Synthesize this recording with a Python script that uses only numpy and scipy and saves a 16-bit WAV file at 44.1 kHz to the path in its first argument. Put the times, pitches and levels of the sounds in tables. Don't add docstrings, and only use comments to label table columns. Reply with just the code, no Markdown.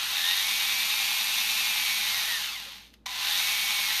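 import sys
import numpy as np
from scipy import signal
from scipy.fft import rfft, irfft
from scipy.io import wavfile
from scipy.ndimage import uniform_filter1d

SR = 44100
rng = np.random.default_rng(int(sys.argv[2]) if len(sys.argv) > 2 else 0)


def pcm_store(signal):
    levels = np.round(np.clip(np.atleast_2d(signal), -1, 1) * 32767)
    wavfile.write(sys.argv[1], SR, levels.astype(np.int16).T)


N = 176400
T = np.arange(N) / SR

PINION_TEETH, WHEEL_TEETH = 11, 21
GEAR_RATIO = PINION_TEETH / WHEEL_TEETH
CRUISE_HZ, CHOP_HZ, HARD_ACCEL_HZ_PER_S = 218, 250, 420

# t/s, f/Hz
MOTOR_SPEED = [(0.0, 119.5), (0.1, 137.2), (0.2, 157.1), (0.33, 172.7), (0.47, 204.4), (0.62, 207.6),
               (0.85, 212.7), (1.1, 218.5), (1.25, 218.5), (1.45, 219.5), (1.69, 218.2), (1.85, 206.8),
               (2.0, 201.6), (2.25, 186.2), (2.4, 155.6), (2.55, 99.1), (2.7, 50.9), (2.92, 0.0),
               (3.058, 0.0), (3.2, 90.9), (3.3, 153.4), (3.4, 197.1), (3.49, 204.1), (3.78, 203.1),
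               (3.9, 195.3), (4.0, 192.9)]
# t/s, level/dB
RUNNING_LEVEL = [(0, -2), (.12, -0.5), (.3, .5), (.55, -0.5), (1.2, -1), (1.9, -.5), (2.33, -1),
                 (2.48, -4.5), (2.6, -9.6), (2.76, -15), (2.88, -25.5), (2.96, -36.5), (3.055, -50),
                 (3.06, -9.5), (3.12, -6), (3.22, -1), (3.33, 1), (3.55, -.5), (3.72, -0.5), (4, 0)]
# t/s, depth/1
BUZZ_DEPTH = [(0, 0.22), (.35, 0.27), (.8, 0.1), (1.6, 0), (2.15, 0.24), (2.45, 0), (2.95, 0.26),
              (3.08, 0.2), (3.5, 0.1), (4, 0)]
# order/1, relative level/dB
PINION_ORDERS = [(1, -25.5), (3, -23), (4, -18), (6, -21), (8, -19), (9, -17), (10, -6.5), (11, 0),
                 (12, -4.5), (13, -16), (17, -14.5), (18, -13), (19, -12.5), (21, -8.5), (22, -12),
                 (27, -16.5), (33, -16), (45, -25)]
WHEEL_ORDERS = [(2, -33), (19, -7), (20, -11), (22, -8.5), (23, -8.5), (24, -13), (25, -9.5), (29, -11.5),
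                (30, -10), (31, -10), (33, -13), (62, -10.5)]
# f/Hz, level/dB
RADIATION = [(100, -22), (200, 1), (500, -11), (800, -4), (1200, -2), (1600, -4), (1850, 3.3), (2080, -4),
             (2250, 1.3), (2420, -0.5), (2530, 2.5), (2900, 1), (3100, 0), (3280, 5), (3400, -2), (3720, 5),
             (4100, 1), (9000, -5.5)]
# f/Hz, level/dB
CASING_RESPONSE = [(100, -35.5), (300, -28), (400, -23), (560, -25.5), (670, -16.5), (790, -7.5),
                   (900, -8.5), (1020, -7.5), (1300, -9), (1600, -7), (2000, -3), (2400, -2.5),
                   (2750, -0.75), (3300, -1), (3750, 1.5), (4300, -0.5), (5200, -8.5), (6500, -10.5),
                   (7600, -19), (14000, -24.5)]
# f/Hz, relative level/dB, T60/s
CASING_MODES = [(787.6, -67.5, 0.03), (1025, -57.5, 0.061), (1940, -62, 0.016), (2830, -53.5, 0.036),
                (3280, -50.5, 0.077), (3694, -47.5, 0.03)]
GEAR_MODES = [(785, -29, .045), (1004, -27.5, .06), (2010, -29.5, 0.047), (2260, -28.5, 0.044),
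              (2960, -30, .025), (3580, -26, .025), (3760, -29, .04), (4100, -25, .02), (5520, -27, .012),
              (5900, -28, .012)]
# f/Hz, level/dB
GEAR_RESPONSE = [(200, -22), (550, -17), (760, -0.5), (1100, 0), (1500, -2), (2000, 0.5), (4100, 0),
                 (4900, -2), (5600, -0.5), (7000, -2.5), (8000, -8), (14000, -9)]
# t/s, relative level/dB
CLUNKS = [(3.0583, -25), (3.0617, -14), (3.066, -17)]
# f/Hz, level/dB
BRUSH_SPECTRUM = [(1000, -25), (4000, -3.5), (5800, 5), (6900, -0.5), (7550, -5), (8500, 0), (10100, 0.5),
                  (10900, -4), (11800, 3.5), (12500, 2.5), (13400, -1.5), (14100, 3.5)]
# f/Hz, relative level/dB, T60/s
METAL_MODES = [(4582, -45, .05), (5780, -47, .03), (6749, -46, .05), (10168, -50, .07), (11730, -50, .06),
               (12227, -50, .06), (12902, -48, .06), (14062, -52, .08)]
# t/s, relative level/dB, time constant/s
TICKS = [(0.473, -30, 0.00068), (1.3828, -33, .001), (2.1023, -24.5, .0006), (2.145, -21, 0.00057),
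         (2.934, -59, .002), (2.939, -50.5, .0035), (3.402, -25.5, .0006), (3.707, -21.5, 0.0007),
         (3.851, -27, .0006), (3.9064, -28, .0006)]
# f/Hz, level/dB
TICK_SPECTRUM = [(200, -29), (550, -18), (850, -4.5), (2000, 3.5), (3800, 8), (6000, 1), (8000, -12),
                 (14000, -7.5)]
# t/s, f/Hz, level/dB, half-width/s
BUMPS = [(2.137, 85, -57, 0.074), (2.675, 540, -54, 0.023)]
# f/Hz, level/dB
AIR_SPECTRUM = [(20, -5), (60, -1.5), (130, -2.5), (200, 5), (280, 0.5), (450, -7.5), (900, -15),
                (1500, -20), (4000, -29), (7000, -37), (14000, -44)]
# f/Hz, level/dB
HUM = [(57, -63.5), (101, -78), (199, -77)]


def mesh_whine(speed, turns, level_db=-37, flutter=0.23, knee_hz=122, sideband_slope_db=16.5):
    slack = 6 * (1 - speed / CRUISE_HZ) ** 2
    jitter = (0.24 * drift(25) + slack * drift(110)) / (2 * np.pi * PINION_TEETH)
    tones = np.zeros(N)
    for orders, ratio in ((PINION_ORDERS, 1), (WHEEL_ORDERS, GEAR_RATIO)):
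        for multiple, db in orders:
            order = multiple * ratio
            tone = cycle(order * (turns + jitter) + rng.random() + 0.049 * drift(7.1))
            is_mesh = np.isclose(order, PINION_TEETH)
            sideband_db = 0 if is_mesh else sideband_slope_db * (speed / CRUISE_HZ - 1)
            gain = amp(db + sideband_db) * gain_at(RADIATION, order * speed)
            tones += gain * (1 + flutter * drift(18)) * tone
    return np.sqrt(2) * amp(level_db) * tones / (1 + (knee_hz / (speed + 1)) ** 3.5)


def tooth_impacts(speed, turns, wear_db=1.63, spread_db=2.5, sliding=0.77):
    unrest = np.maximum((speed / CRUISE_HZ) ** 2, inertial_load(speed))
    position = PINION_TEETH * turns + 0.2 * unrest * drift(1500)
    tooth = np.floor(np.maximum.accumulate(position)).astype(int)
    hits = np.flatnonzero(np.diff(tooth))
    wear = sum(rng.standard_normal(n)[tooth[hits] % n] for n in (PINION_TEETH, WHEEL_TEETH))
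    chance = np.clip(rng.standard_normal(N), -2, 2)
    flank = np.sign(rng.random(N) - 0.13 - 0.36 * unrest)
    knocks = np.zeros(N)
    knocks[hits] = flank[hits] * amp(wear_db * wear + spread_db * chance[hits])
    power = uniform_filter1d(knocks ** 2, size=1500)
    levelled = knocks / np.sqrt(abs(power) + 0.046 * power.mean())
    return unit(levelled + sliding * rng.standard_normal(N))


def mesh_pressure(speed, turns):
    wheel = turns * GEAR_RATIO
    swing = 0.19 * cycle(turns) + 0.1 * cycle(wheel) + 0.085 * cycle(2 * wheel - turns)
    return unit(np.exp(swing * np.sqrt(speed / CRUISE_HZ)))


def casing_rattle(speed, turns, gain, level_db=-30.5):
    force = amp(level_db) * gain * mesh_pressure(speed, turns) * disperse(tooth_impacts(speed, turns))
    return colour(resonate(force, CASING_MODES), CASING_RESPONSE)


def casing_resonance(speed, turns, mode_hz=3700, peak_speed_hz=172, width_hz=17, level_db=-26):
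    wheel = turns * GEAR_RATIO
    nearness = 1 / (1 + ((speed - peak_speed_hz) / width_hz) ** 2)
    climbing = uniform_filter1d(1. * (np.gradient(speed) > 0), size=2000)
    build_up = amp(-4.5 * inertial_load(speed))
    bursts = unit(np.exp(1.5 * cycle(wheel) + 0.3 * drift(60)))
    throb = amp(-39) * (1 + cycle(2 * wheel - turns)) * (speed / CRUISE_HZ) ** 2
    envelope = amp(level_db) * nearness * climbing * build_up * bursts + throb
    return envelope * cycle(mode_hz * T + 0.26 * drift(90))


def coasting(speed, turns, level_db=-36.5, step_db=-2.5):
    slowing = np.clip(-acceleration(speed) / HARD_ACCEL_HZ_PER_S, 0, 1)
    tones = np.zeros(N)
    for k in range(2, 9):
        gain = gain_at(CASING_RESPONSE, k * PINION_TEETH * speed) * amp(step_db * (k - 2))
        tones += gain * (1 + 0.92 * drift(30)) * cycle(k * PINION_TEETH * turns + 0.2 * drift(50))
    return amp(level_db) * slowing * tones


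def brush_hiss(speed, turns, gain, level_db=-30.5, slope_db=10):
    swing = np.exp(0.11 * (cycle(turns) + cycle(turns * GEAR_RATIO)))
    friction = amp(level_db + slope_db * (speed / CRUISE_HZ - 1)) * swing * grit(spread_db=4.5)
    return colour(resonate(gain * friction, METAL_MODES), BRUSH_SPECTRUM)


def restart(start_s=3.058, fade_s=0.28):
    blows = sum(amp(db) * (np.arange(N) == round(s * SR)) for s, db in CLUNKS)
    pulses = np.diff(np.floor(CHOP_HZ * T), prepend=0) * (1 + 0.35 * rng.standard_normal(N))
    chatter = grit(spread_db=3.3)
    strain = (T > start_s) * np.exp(-abs(T - start_s) / fade_s)
    drive = strain * (amp(-30.5) * pulses + amp(-51) * chatter)
    return colour(resonate(disperse(blows + drive), GEAR_MODES), GEAR_RESPONSE)


def backlash_ticks():
    envelope = sum(amp(db) * (T >= s) * np.exp(-abs(T - s) / decay) for s, db, decay in TICKS)
    return 2 * colour(envelope * rng.standard_normal(N), TICK_SPECTRUM)


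def lever_bumps():
    return sum(amp(db) * np.exp(-((T - s) / half_width) ** 2) * drift(40) * cycle(hz * T)
               for s, hz, db, half_width in BUMPS)


def room(x, level_db=-9, t60_s=0.13):
    t = T[:12000]
    reflections = rng.standard_normal(len(t)) * (rng.random(len(t)) < 0.1) * (t > 0.002)
    tail = reflections * amp(-60 * t / t60_s)
    return x + amp(level_db) * signal.oaconvolve(x, tail / np.linalg.norm(tail))[:N]


def background(air_db=-63.5):
    hum = sum(np.sqrt(2) * amp(db) * cycle(hz * T + rng.random()) for hz, db in HUM)
    return hum + amp(air_db) * colour(rng.standard_normal(N), AIR_SPECTRUM)


def acceleration(speed):
    return uniform_filter1d(np.gradient(speed) * SR, size=3000)


def inertial_load(speed):
    return np.clip(acceleration(speed) / HARD_ACCEL_HZ_PER_S, 0, 1)


def resonate(x, modes):
    t = T[:4096]
    ring = sum(amp(db - 60 * t / t60) * cycle(hz * t) for hz, db, t60 in modes)
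    return x + signal.oaconvolve(x, ring)[:N]


def disperse(x, max_delay_s=0.003):
    hz = np.fft.rfftfreq(N, 1 / SR)
    knots_hz = np.arange(0, SR, 260)
    delay = np.interp(hz, knots_hz, max_delay_s * rng.random(len(knots_hz)))
    return irfft(rfft(x) * np.exp(-2j * np.pi * np.cumsum(delay) * hz[1]), N)


def colour(x, spectrum):
    log_gain = np.log(gain_at(spectrum, abs(np.fft.fftfreq(4096, 1 / SR))))
    taps = np.fft.ifft(np.exp(np.conj(signal.hilbert(log_gain)))).real[:2048]
    return signal.oaconvolve(x, taps / np.linalg.norm(taps))[:N]


def gain_at(spectrum, hz):
    f, db = np.transpose(spectrum)
    return amp(np.interp(np.log(hz + 1), np.log(f), db))


def drift(rate_hz):
    rolloff = 1 + (np.fft.rfftfreq(N, 1 / SR) / rate_hz) ** 2
    return unit(irfft(rfft(rng.standard_normal(N)) / rolloff, N))


def grit(spread_db):
    return unit(rng.standard_normal(N) * amp(spread_db * np.clip(rng.standard_normal(N), -3, 3)))


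def curve(points):
    return np.interp(T, *np.transpose(points))


def cycle(turns):
    return np.cos(2 * np.pi * turns)


def amp(db):
    return 10 ** (np.asarray(db) / 20)


def unit(x):
    return x / np.sqrt(np.mean(x ** 2) + 1e-20)


def scene():
    speed = curve(MOTOR_SPEED)
    turns = np.cumsum(speed) / SR
    running = amp(curve(RUNNING_LEVEL))
    buzz = 1 + curve(BUZZ_DEPTH) * cycle(CHOP_HZ * T)
    reel = casing_rattle(speed, turns, running * buzz)
    reel += running * (coasting(speed, turns) + casing_resonance(speed, turns))
    reel += brush_hiss(speed, turns, running * buzz)
    reel += restart() + backlash_ticks() + lever_bumps()
    whine = running * amp(-3 * inertial_load(speed)) * mesh_whine(speed, turns)
    return np.tile(room(reel) + whine + background(), (2, 1))


def record(dry):
    cutoff_hz = 14280
    taps = signal.firwin(1023, cutoff_hz, window=("kaiser", 9), fs=SR)
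    return signal.oaconvolve(dry, taps[None], "same", axes=1)


dry = scene()
out = record(dry)
pcm_store(out)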